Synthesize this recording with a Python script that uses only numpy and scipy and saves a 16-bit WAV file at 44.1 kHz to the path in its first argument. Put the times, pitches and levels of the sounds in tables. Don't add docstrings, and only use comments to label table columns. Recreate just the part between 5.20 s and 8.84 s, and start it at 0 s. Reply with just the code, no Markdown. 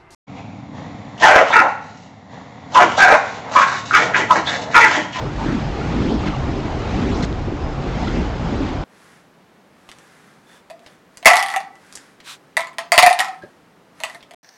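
import sys
import numpy as np
from scipy import signal
from scipy.fft import rfft, irfft, next_fast_len
from scipy.io import wavfile
from scipy.ndimage import uniform_filter1d, map_coordinates

SR = 44100
rng = np.random.default_rng(int(sys.argv[2]) if len(sys.argv) > 2 else 0)


def elevation(decibels):
    levels = np.asarray(decibels, float)
    return 10 ** (levels / 20)


def bounce(signal):
    frames = np.transpose(np.atleast_2d(signal))
    limited = np.clip(frames, -1, 1)
    pcm = np.round(limited * 32767).astype(np.int16)
    wavfile.write(sys.argv[1], SR, pcm)


N = 160524
TIME = np.arange(N) / SR


def unit(x):
    return x / np.sqrt(np.mean(x ** 2) + 1e-20)


def along(points, hz):
    f, value = np.transpose(points)
    return np.interp(np.log(hz + 1), np.log(f + 1), value)


def wobble(rate):
    return map_coordinates(rng.standard_normal(N // 40), [TIME * rate + 2])


def filtered(x, response):
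    size = next_fast_len(N + 8192)
    return irfft(rfft(x, size) * response(np.fft.rfftfreq(size, 1 / SR)), size)[..., :N]


def band(hz, width_hz):
    return lambda f: (1j * f * width_hz / (hz * hz - f * f + 1j * f * width_hz)) ** 2


def gate(start, length, edge):
    return np.clip(np.minimum(TIME - start, start + length - TIME) / edge, 0, 1)


def rush(spectrum, lumps, patchy_db):
    patches = signal.stft(rng.standard_normal(N) * lumps, nperseg=512)[2]
    field = uniform_filter1d(rng.standard_normal(patches.shape), size=6, axis=0)
    field = uniform_filter1d(field, size=10, axis=1)
    air = signal.istft(patches * elevation(patchy_db * unit(field)), nperseg=512)[1][:N]
    return unit(filtered(air, lambda hz: elevation(along(spectrum, hz))))


# frequency in Hz, density in dB per Hz.
NIGHT = [(15, -30), (25, -2), (60, -0.5), (300, -17), (800, -21), (5020, -46.5), (8000, -52.5), (9200, -89)]
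# centre in Hz, width in Hz, level in dB.
DRONES = [
    (44, 15, -37.5),
    (139, 26, -33.5),
    (295, 14, -39),
    (750, 93, -46),
]
NIGHT_DB = -22.5


def night():
    drones = np.zeros(N)
    for hz, width_hz, db in DRONES:
        drones += elevation(db) * unit(filtered(rng.standard_normal(N), band(hz, width_hz)))
    drift, lumps = elevation(.4 * wobble(2.5)), elevation(.6 * wobble(9))
    return drift * (elevation(NIGHT_DB) * rush(NIGHT, lumps, patchy_db=0.58) + drones)


# start in seconds, length in seconds, level in dB.
CHIRPS = [
    (.0, .1, -59),
    (.37, .17, -56),
    (.78, .16, -54),
    (1.24, .18, -57),
    (1.65, .2, -56),
    (2.03, .1, -57),
    (2.4, .16, -56),
    (2.78, .2, -54),
    (3.12, .2, -56),
    (3.54, .12, -58),
]
WING_HZ, WING_WIDTH_HZ = 5050, 65
STROKE_RATE, STROKE_DEPTH = 55, .6


def cricket():
    wing = lambda f: np.exp(-((f - WING_HZ) / WING_WIDTH_HZ) ** 2)
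    strokes = 1 + STROKE_DEPTH * np.sin(2 * np.pi * STROKE_RATE * TIME)
    song = sum(elevation(db) * gate(start, length, 0.021) for start, length, db in CHIRPS)
    return unit(filtered(rng.standard_normal(N), wing)) * strokes * song


# time in seconds, level in dB, centre in Hz, width in Hz.
TICK = (2.1275, -34, 3300, 2200)


def chain():
    start, db, hz, width_hz = TICK
    blow = np.zeros(N)
    blow[round(start * SR)] = 1
    return elevation(db) * unit(filtered(blow, band(hz, width_hz))) * np.sqrt(.002 * SR / N)


# start in seconds, length in seconds, level in dB, centre in Hz, width in Hz.
SCRAPES = [
    (1.058, .03, -38, 3200, 2500),
    (2.006, 0.0035, -38, 3600, 1000),
    (2.0235, .008, -32, 4000, 1100),
    (2.0235, .007, -35.5, 6300, 5000),
    (2.0315, .003, -38, 4500, 5000),
    (2.0335, .003, -34, 5500, 6000),
    (2.034, .013, -33.5, 3600, 2200),
    (2.026, .023, -32, 1700, 2000),
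    (2.037, .01, -42, 6500, 4000),
    (2.048, .0045, -33.5, 5000, 8000),
]
GRIT_RATE, GRIT_SPREAD_DB = 2200, 3


def scrapes():
    out = np.zeros(N)
    for start, length, db, hz, width_hz in SCRAPES:
        chance, side, size = rng.random((3, N))
        clicks = (chance < GRIT_RATE / SR) * np.sign(side - .5)
        grit = clicks * elevation(-GRIT_SPREAD_DB * np.log(size + .05))
        burst = (grit + 0.63 * rng.standard_normal(N)) * gate(start, length, 0.00064)
        out += elevation(db) * unit(filtered(burst, band(hz, width_hz))) * np.sqrt(length * SR / N)
    return out


def puffs(rows, sharpness):
    out, noise = np.zeros(N), rng.standard_normal((len(rows), SR // 4))
    for (start, length, db, hz), air in zip(rows, noise):
        progress = np.clip(np.arange(len(air)) / SR / length, 0, 1)
        swell = np.sin(np.pi * progress) * air
        first = round(start * SR)
        burst = np.zeros(N)
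        burst[first:][:len(air)] = swell[:N - first]
        out += elevation(db) * unit(filtered(burst, band(hz, hz / sharpness))) * np.sqrt(length * SR / N)
    return out


# start in seconds, length in seconds, level in dB, centre in Hz.
SPITS = [(.608, 0.0073, -31, 1340), (1.03, 0.012, -32.5, 1250), (1.055, 0.017, -29, 870),
         (1.06, 0.021, -33, 1970), (1.066, 0.013, -36, 2660), (1.075, 0.011, -34, 1630),
         (1.094, .012, -38, 2120), (1.101, .01, -37, 3000), (1.116, .012, -41, 1960),
         (1.128, 0.027, -31, 1140), (1.14, .016, -41, 2820), (1.654, 0.012, -44, 2070),
         (2.792, 0.0062, -37, 1970), (2.83, 0.012, -40, 2150), (2.867, 0.013, -30, 1350),
         (2.875, .012, -38, 3300), (2.877, 0.009, -34.5, 2000), (2.942, 0.0077, -42, 2500),
         (2.957, 0.0086, -43, 2650)]


def spits():
    return puffs(SPITS, sharpness=8.3)


# start in seconds, length in seconds, level in dB, centre in Hz.
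WHIRLS = [(.17, 0.089, -31.5, 850), (.21, 0.041, -28, 295), (.32, 0.044, -23, 220), (.4, .08, -27.5, 127.5),
          (.52, 0.079, -34, 450), (.64, 0.078, -27, 139), (.78, .1, -26, 109.5), (1.12, 0.089, -26.5, 138),
          (1.24, .12, -25.5, 124.6), (1.35, 0.055, -30, 290), (2.0, .05, -22.5, 151),
          (.7, 0.095, -25.5, 235), (.74, .16, -28, 222), (.73, 0.18, -28, 310), (.8, 0.089, -25, 360),
          (.86, 0.079, -22.5, 200), (.93, 0.063, -25, 228), (1.28, 0.028, -26.5, 293),
          (1.48, 0.076, -33, 750), (1.73, 0.087, -29.5, 160), (1.83, 0.06, -29.5, 340),
          (1.95, 0.087, -26, 250), (2.245, 0.027, -25, 81.2), (2.265, 0.028, -26.5, 288),
          (2.305, 0.036, -24.5, 286), (2.78, 0.1, -34, 800), (2.86, 0.042, -26, 260),
          (2.85, 0.2, -27.5, 208), (2.87, 0.16, -29.5, 138), (2.95, 0.051, -21, 213),
          (3.23, 0.034, -21.5, 160), (3.23, 0.094, -33, 750), (3.31, 0.034, -22, 205),
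          (3.4, 0.034, -19.5, 290), (3.5, 0.079, -28, 300)]


def whirls():
    return puffs(WHIRLS, sharpness=2.64)


def swing(rows):
    seconds, height = np.transpose(rows)
    turns = np.arange(len(seconds))
    place = np.interp(TIME, seconds, turns)
    eased = np.floor(place) + (1 - np.cos(np.pi * (place % 1))) / 2
    return np.interp(eased, turns, height)


# frequency in Hz, density in dB per Hz.
ROAR = [(40, -120), (90, -14.5), (170, 1), (300, 1), (400, -1.5), (520, -12.5), (900, -14), (2000, -120)]
BODY = [(200, -120), (450, -6), (850, -2.5), (1400, -8.5), (2500, -26.5), (6000, -120)]
HISS = [(500, -120), (1100, -15.5), (2000, -1.5), (4000, -8), (7000, -18), (8200, -17.5), (9100, -50)]
ROAR_DB, BODY_DB, HISS_DB = -30, -38.5, -42.5
ROAR_GROWS, BODY_GROWS, HISS_GROWS = 1.17, 0.79, 1.08
FLUTTER_DB, FLUTTER_RATE = 1.5, 13
TEAR_DB, TEAR_RATE = 1.5, 150
ECHO_MS_PER_M, GROUND_SHARE = 1.25, .8
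BLUR_HZ = 3300
GRAZE_M = .3


def flame(path, speed, roar_db, hiss_db):
    height = swing(path)
    speed_db = np.interp(TIME, *np.transpose(speed))
    flap_db = FLUTTER_DB * wobble(FLUTTER_RATE)
    tear = elevation(TEAR_DB * wobble(TEAR_RATE))

    roar_level = elevation(ROAR_DB + roar_db + ROAR_GROWS * speed_db + flap_db)
    hiss_level = elevation(HISS_DB + hiss_db + HISS_GROWS * speed_db + 0.15 * flap_db)
    body_level = elevation(BODY_DB + BODY_GROWS * speed_db + 0.45 * flap_db)
    roar = roar_level * rush(ROAR, tear, patchy_db=1.5)
    hiss = hiss_level * rush(HISS, np.sqrt(tear), patchy_db=1.26)
    body = body_level * rush(BODY, np.sqrt(tear), patchy_db=2.0)
    direct = roar + body + hiss

    late = np.arange(N) - height * ECHO_MS_PER_M * SR / 1000
    echo = map_coordinates(direct, [late], mode="nearest")
    dull = filtered(echo, lambda hz: 1 / (1 + (hz / BLUR_HZ) ** 2))
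    sharp = np.exp(-(height / GRAZE_M) ** 2)
    return direct + GROUND_SHARE * (sharp * echo + (1 - sharp) * dull)


# time in seconds, height in metres.
TIGHT = [(-.15, .5), (.1, 1.25), (.26, .5), (.58, 1.2), (.84, .4), (1.15, 1.2), (1.36, .25), (1.6, 1.36),
         (1.87, .4), (2.1, 1.3), (2.31, .35), (2.64, 1.4), (2.94, .25), (3.13, 1.3), (3.3, .45),
         (3.66, 1.1)]
# time in seconds, speed in dB.
TIGHT_SPEED = [(0, 3.5), (.13, -8.5), (.25, 4.5), (.5, -2), (.72, 2.5), (0.87, 0.5), (1.12, 1), (1.29, 3.5),
               (1.62, -4), (1.769, 6), (2.0, 2), (2.15, -12), (2.311, -8.5), (2.43, -2), (2.76, -3.5),
               (2.93, 0), (3.14, -7), (3.261, 2.5), (3.64, -1.5)]


def tight_flame():
    return flame(TIGHT, TIGHT_SPEED, roar_db=-1.5, hiss_db=-4.0)


# time in seconds, height in metres.
WIDE = [(-.1, 1.5), (.08, 1.7), (.31, .38), (.55, 1.92), (.95, .16), (1.43, 2.48), (2.0, .12), (2.55, 2.4),
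        (2.99, .3), (3.15, 1.56), (3.39, .15), (3.63, 1.6)]
# time in seconds, speed in dB.
WIDE_SPEED = [(0, -2.5), (.1, -3), (.2, 3.5), (.5, 0.5), (.85, 3.5), (1.0, 1), (1.079, 2.5), (1.2, -2.5),
              (1.45, -1.5), (1.7, 2), (1.98, 3), (2.1, -3.5), (2.451, -7.5), (2.85, 4), (3.0, 2),
              (3.139, -4), (3.48, 2), (3.64, -8.5)]


def wide_flame():
    return flame(WIDE, WIDE_SPEED, roar_db=-2.0, hiss_db=1.5)


def scene():
    background = night() + cricket()
    contacts = chain() + scrapes()
    fire = spits() + whirls() + tight_flame() + wide_flame()
    return (background + contacts + fire)[None]


def band_limit(x):
    return signal.sosfilt(signal.butter(12, 8980, fs=SR, output="sos"), x)


# frequency in Hz, gain in dB.
MIC = [(20, -7), (60, -1.5), (7000, -1), (8000, -10.5), (8600, -10.5), (9100, -44)]


def record(dry):
    mix = filtered(dry, lambda hz: elevation(along(MIC, hz)))
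    return band_limit(mix)


dry = scene()
out = record(dry)
bounce(out)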